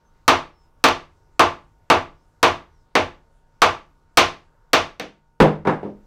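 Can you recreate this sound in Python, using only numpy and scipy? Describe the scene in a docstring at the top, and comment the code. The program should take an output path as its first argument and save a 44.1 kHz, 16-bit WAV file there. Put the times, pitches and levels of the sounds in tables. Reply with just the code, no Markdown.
"""Mallet on a stripped engine

A mallet strikes a stripped engine on its stand about twice a second in a small wooden workshop.
After nine blows something comes loose, glances off the engine, lands on the boards and bounces.
Contacts are noise cracks and washes plus decaying sine modes; the loudest peaks clip at the input.
Behind them lie shaped noise, the steady sines of a small fan and a bird's faint gliding whistles.
"""
import sys
import numpy as np
from scipy import signal
from scipy.io import wavfile
from scipy.ndimage import uniform_filter1d

SR = 44100
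rng = np.random.default_rng(int(sys.argv[2]) if len(sys.argv) > 2 else 0)


def master_out(mix):
    """Clip the mix to full scale and print it as 16-bit PCM to the path in sys.argv[1]."""
    frames = np.transpose(np.atleast_2d(mix))
    ceiling = np.clip(frames, -1, 1)
    pcm = np.round(ceiling * 32767).astype(np.int16)
    wavfile.write(sys.argv[1], SR, pcm)


N = 267246   # samples, about 6.06 s
AGE = np.arange(int(.7 * SR)) / SR   # time since the start of a single sound [s]


def from_db(db):
    """Decibels to gain."""
    return 10 ** (np.asarray(db) / 20)


def rms_one(x):
    """Scale to unit rms."""
    return x / np.sqrt(np.mean(x ** 2) + 1e-20)


def at_hz(points, hz):
    """Read a (frequency, value) table on a log-frequency axis."""
    table_hz, values = np.array(points).T
    return np.interp(np.log(hz), np.log(table_hz), values)


def fade(t60):
    """Exponential decay that falls 60 dB in t60 seconds."""
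    return np.exp(-np.log(1000) * AGE / t60)


def add(out, s, sound):
    """Mix a sound in at time s."""
    start = round(s * SR)
    out[start:start + len(sound)] += sound[:N - start]


BAND_EDGES = np.geomspace(16, 17500, 28)   # Hz


def bands(white):
    """Split two noises into (centre Hz, band) pairs; neighbours get unrelated noise."""
    for k, (low, high) in enumerate(zip(BAND_EDGES, BAND_EDGES[1:])):
        band_pass = signal.butter(2, [low, high], "band", fs=SR, output="sos")
        yield np.sqrt(low * high), signal.sosfilt(band_pass, white[k % 2])


def drift(rate):
    """Slow random wander of spread 1, with rate new targets per second."""
    targets = rng.standard_normal(512)
    return rms_one(np.interp(np.arange(N) / SR * rate, np.arange(512), targets))


# Rumble and hiss of the workshop: (frequency [Hz], relative level [dB])
AIR_SPECTRUM = [(20, 0), (35, -4), (60, -12), (100, -10), (135, -22), (450, -25), (700, -28), (1300, -29),
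                (1700, -38), (2600, -43), (6000, -44), (9000, -52), (16000, -57)]
# Background level over time: (time [s], level [dB rms])
AIR_LEVEL = [(0, -57), (2.8, -57.5), (3.4, -58), (4.6, -58), (5.3, -63), (6.06, -54.5)]


def workshop_air(flicker_db):
    """Low rumble and faint hiss: noise bands whose levels flicker independently."""
    air = np.zeros(N)
    for hz, band in bands(rng.standard_normal((2, N))):
        air += from_db(at_hz(AIR_SPECTRUM, hz) + flicker_db * drift(11)) * band
    times, level_db = np.transpose(AIR_LEVEL)
    return from_db(np.interp(np.arange(N) / SR, times, level_db)) * rms_one(air)


# Tones of the fan: (frequency [Hz], level [dB rms])
FAN_TONES = [(152, -72), (463, -82), (770, -85), (917, -71.5), (1457, -79)]


def fan(waver):
    """A small fan's whine: steady sines whose phases wander slightly (waver in radians)."""
    t = np.arange(N) / SR
    whine = np.zeros(N)
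    for hz, level_db in FAN_TONES:
        tone = np.sin(2 * np.pi * hz * t + waver * drift(5))
        whine += from_db(level_db) * np.sqrt(2) * tone   # sqrt(2) gives the sine unit rms
    return whine


# Thin bird whistles: (time [s], length [s], start [Hz], end [Hz], peak level [dB])
BIRD_WHISTLES = [(0.04, .07, 6200, 6200, -73), (0.5, .2, 5400, 5120, -70), (2.17, .1, 4950, 5500, -78),
                 (2.68, .19, 6300, 4700, -77)]


def bird(blur_hz):
    """Distant whistles: gliding sines with jittered pitch, blurred by their way indoors."""
    out = np.zeros(N)
    for s, length, start_hz, end_hz, level_db in BIRD_WHISTLES:
        progress = np.clip(AGE / length, 0, 1)
        jitter = rms_one(uniform_filter1d(rng.standard_normal(len(AGE)), size=100))
        pitch = start_hz + (end_hz - start_hz) * progress + blur_hz * jitter
        swell = np.sin(np.pi * progress)
        add(out, s, from_db(level_db) * swell * np.sin(2 * np.pi * np.cumsum(pitch) / SR))
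    return out


def stand(rock_hz, level_db, delay_s, width_s):
    """The stand shudders just after each blow: a low note that swells and dies."""
    swell = np.exp(-((AGE - delay_s) / width_s) ** 2)
    shudder = np.sin(2 * np.pi * rock_hz * AGE) * swell
    out = np.zeros(N)
    for s, strength_db, _, _ in MALLET_BLOWS:
        add(out, s, from_db(level_db + strength_db) * shudder)
    return out


# The short crack of the contact itself: (frequency [Hz], relative level [dB])
CONTACT_CRACK = [(60, -5.5), (300, 0), (900, 13.5), (3000, 11.5), (6000, -3.5), (10000, -13), (16000, -14)]
# Decay in the workshop: (frequency [Hz], t60 [s])
ROOM_DECAY = [(50, 0.67), (150, 0.36), (400, 0.29), (1000, 0.28), (2500, 0.27), (5500, 0.25), (9000, 0.064),
              (16000, 0.12)]


def strikes(events, modes, wash, modes_db, alike, crack_db, crack_t60, knee_hz,
            clang_hz, clang_octaves, scatter_db, build_s):
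    """Each contact gives a crack, rings the body's modes and fills the room.

    Events are (time [s], strength [dB], hardness [dB per octave], ring [dB], clang [dB]).
    """
    times, strength_db, hardness, ring_db, clang_db = np.array(events).T[:, :, None]

    def force(hz):
        """Harder contact is brighter; the spot that is hit decides how much the body clangs."""
        clang = np.exp(-(np.log2(hz / clang_hz) / clang_octaves) ** 2)
        brightness_db = hardness * np.log2(1 + hz / knee_hz)
        return from_db(strength_db + brightness_db + clang_db * clang)

    # Hits on the same spot take the same paths to the microphone, so they share some fine detail
    shared = rng.standard_normal((2, 1, len(AGE)))
    own = rng.standard_normal((2, len(events), len(AGE)))
    white = np.sqrt(alike) * shared + np.sqrt(1 - alike) * own

    sounds = 0
    for hz, band in bands(white):
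        crack = from_db(at_hz(CONTACT_CRACK, hz) + crack_db) * fade(crack_t60)
        tail = from_db(at_hz(wash, hz) + ring_db) * fade(at_hz(ROOM_DECAY, hz))
        sounds = sounds + force(hz) * band * np.hypot(crack, tail)

    phases = rng.uniform(0, 2 * np.pi, len(modes))
    scatter = scatter_db * rng.standard_normal((len(events), len(modes), 1))
    build = 1 - np.exp(-AGE / build_s)   # the vibration takes a moment to spread through the body
    for k, (hz, level_db, t60) in enumerate(modes):
        ringing = build * fade(t60) * np.sin(2 * np.pi * hz * AGE + phases[k])
        mode_gain = from_db(modes_db + level_db + ring_db + scatter[:, k])
        sounds = sounds + force(hz) * mode_gain * ringing

    out = np.zeros(N)
    for s, sound in zip(times[:, 0], sounds):
        add(out, s, sound)
    return out


# The loose part's light tick on the engine, passed on by the stand to the boards as a soft thump
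GLANCE_S, GLANCE_DB, GLANCE_THUMP_DB = 4.997, -16, -26
GLANCE_HARDNESS, GLANCE_RING_DB, GLANCE_CLANG_DB = 0.73, -4.5, -10
OTHER_END_S = .0205   # the part's other end comes down this much later
# A weaker landing is duller: hardness at 0 dB strength [dB per octave], its change per dB of strength
LANDING_HARDNESS, HARDNESS_PER_DB = -0.93, 0.3152
# The part lands and bounces: (time [s], first end level [dB], other end level [dB], clang [dB])
PART_LANDINGS = [(5.4012, 0, -18, 3), (5.651, -19, -10, 12.5), (5.828, -22, -23, -4)]
# Ring of the boards and what lands on them: (frequency [Hz], relative level [dB], t60 [s])
BOARD_RING = [(72, -21, .3), (110, -20, .3), (155, -11.5, .38), (172, -16, .3), (205, -11, .4),
              (262, -20, .33), (305, -13, .35), (345, -14, .3), (390, -10.5, .25), (430, -8.5, .25),
              (482, -10.5, .25), (527, -9, .28), (595, -13, .28), (772, -13, .27), (845, -14, .24),
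              (928, -13, .2), (992, -15, .22)]
# Crowd of weaker board modes and room reflections at contact: (frequency [Hz], relative level [dB])
BOARD_CROWD = [(50, -9.5), (130, 4), (350, 15), (850, 7.5), (1400, -3), (2300, -6.5), (3500, -13),
               (5600, -28), (9000, -40), (16000, -44)]


def part_on_boards():
    """The glance's thump, then two touches per landing, ring the low, wooden board modes."""
    touches = [(GLANCE_S, GLANCE_THUMP_DB, 0)]
    for s, first_db, other_db, clang_db in PART_LANDINGS:
        touches += [(s, first_db, clang_db), (s + OTHER_END_S, other_db, clang_db)]
    contacts = [(s, db, LANDING_HARDNESS + HARDNESS_PER_DB * db, 0, clang_db)
                for s, db, clang_db in touches]
    return strikes(contacts, BOARD_RING, BOARD_CROWD, modes_db=-1.5, alike=0.24,
                   crack_db=-21, crack_t60=0.021, knee_hz=1105,
                   clang_hz=1405, clang_octaves=0.87, scatter_db=3.5, build_s=0.00067)


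# A softer blow rings less against its crack: dB of ring per unit of hardness
RING_PER_HARDNESS = .55
# Fallen back on the casting, the mallet stays pressed against the metal, which damps the ring
REBOUND_HARDNESS, REBOUND_RING_DB = -2.2, -11.5
# Mallet on the engine: (time [s], strength [dB], hardness [dB per octave], clang [dB])
MALLET_BLOWS = [(0.2793, 1, 0.5, 2.5), (0.84, -1, 2, 1), (1.3944, 1, -1.5, 2.5), (1.9001, 3.5, -3.5, 0.5),
                (2.4291, 1.5, -1, 1), (2.953, 1, -3, -5.5), (3.6186, 0.5, 0, 2), (4.1724, 0.5, 3, -1),
                (4.7320, -1.5, 2, -1.5)]
# The mallet now and then falls back on the casting: (time [s], strength [dB])
MALLET_REBOUNDS = [(0.886, -3.5), (2.481, -15.5)]
# Ring of the engine casting: (frequency [Hz], relative level [dB], t60 [s])
ENGINE_RING = [(156, -33, .45), (265, -19, .22), (349, -21, .3), (430, -20, .2), (462, -22, .22),
               (492, -22, .25), (522, -28, .3), (590, -26, .28), (624, -19, .22), (673, -16.5, .27),
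               (707, -19, .22), (738, -24, .25), (777, -19, .17), (812, -22, .27), (857, -20, .3),
               (894, -16, .22), (958, -23, .22), (993, -15.5, .24), (1015, -23, .28), (1052, -17, .29),
               (1092, -20, .24), (1150, -16, .27), (1168, -18, .27), (1220, -17, .22), (1304, -24, .24),
               (1405, -21, .17), (1531, -22, .2), (1579, -25, .2), (1800, -27, .17), (2190, -24, .22)]
# Crowd of weaker engine modes and room reflections at contact: (frequency [Hz], relative level [dB])
ENGINE_CROWD = [(50, -11.5), (150, -10), (300, 1.5), (600, 2), (1100, 4.5), (1500, -0.5), (2300, -1),
                (3400, -6.5), (5500, -14), (7200, -32.5), (9500, -28), (16000, -33)]


def contacts_on_engine():
    """Blows, damped rebounds and the part's glancing tick ring the dense modes of the casting."""
    contacts = [(GLANCE_S, GLANCE_DB, GLANCE_HARDNESS, GLANCE_RING_DB, GLANCE_CLANG_DB)]
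    for s, strength_db, hardness, clang_db in MALLET_BLOWS:
        ring_db = RING_PER_HARDNESS * hardness
        # taking the ring share off the strength leaves the shift to the crack alone
        contacts.append((s, strength_db - ring_db, hardness, ring_db, clang_db))
    for s, strength_db in MALLET_REBOUNDS:
        contacts.append((s, strength_db, REBOUND_HARDNESS, REBOUND_RING_DB, 0))
    return strikes(contacts, ENGINE_RING, ENGINE_CROWD, modes_db=-0.08, alike=.75,
                   crack_db=-4.0, crack_t60=0.012, knee_hz=1800,
                   clang_hz=1060, clang_octaves=.42, scatter_db=2.5, build_s=0.002)


def scene():
    """The quiet workshop, the falling part and the blows, in mono."""
    background = workshop_air(flicker_db=2.0) + fan(waver=0.2) + bird(blur_hz=80)
    shudder = stand(rock_hz=91.4, level_db=-33, delay_s=.08, width_s=0.029)
    mix = background + shudder + part_on_boards() + contacts_on_engine()
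    return mix[None]


OVERLOAD = .57   # clipping level, as a fraction of full scale
CUTOFF_HZ = 15800


def record(dry):
    """The input stage clips flat, then the top is cut."""
    clipped = np.clip(dry, -OVERLOAD, OVERLOAD)
    low_pass = signal.firwin(101, CUTOFF_HZ, window=("kaiser", 8), fs=SR)
    return signal.fftconvolve(clipped, low_pass[None], mode="same")


dry = scene()
out = record(dry)
master_out(out)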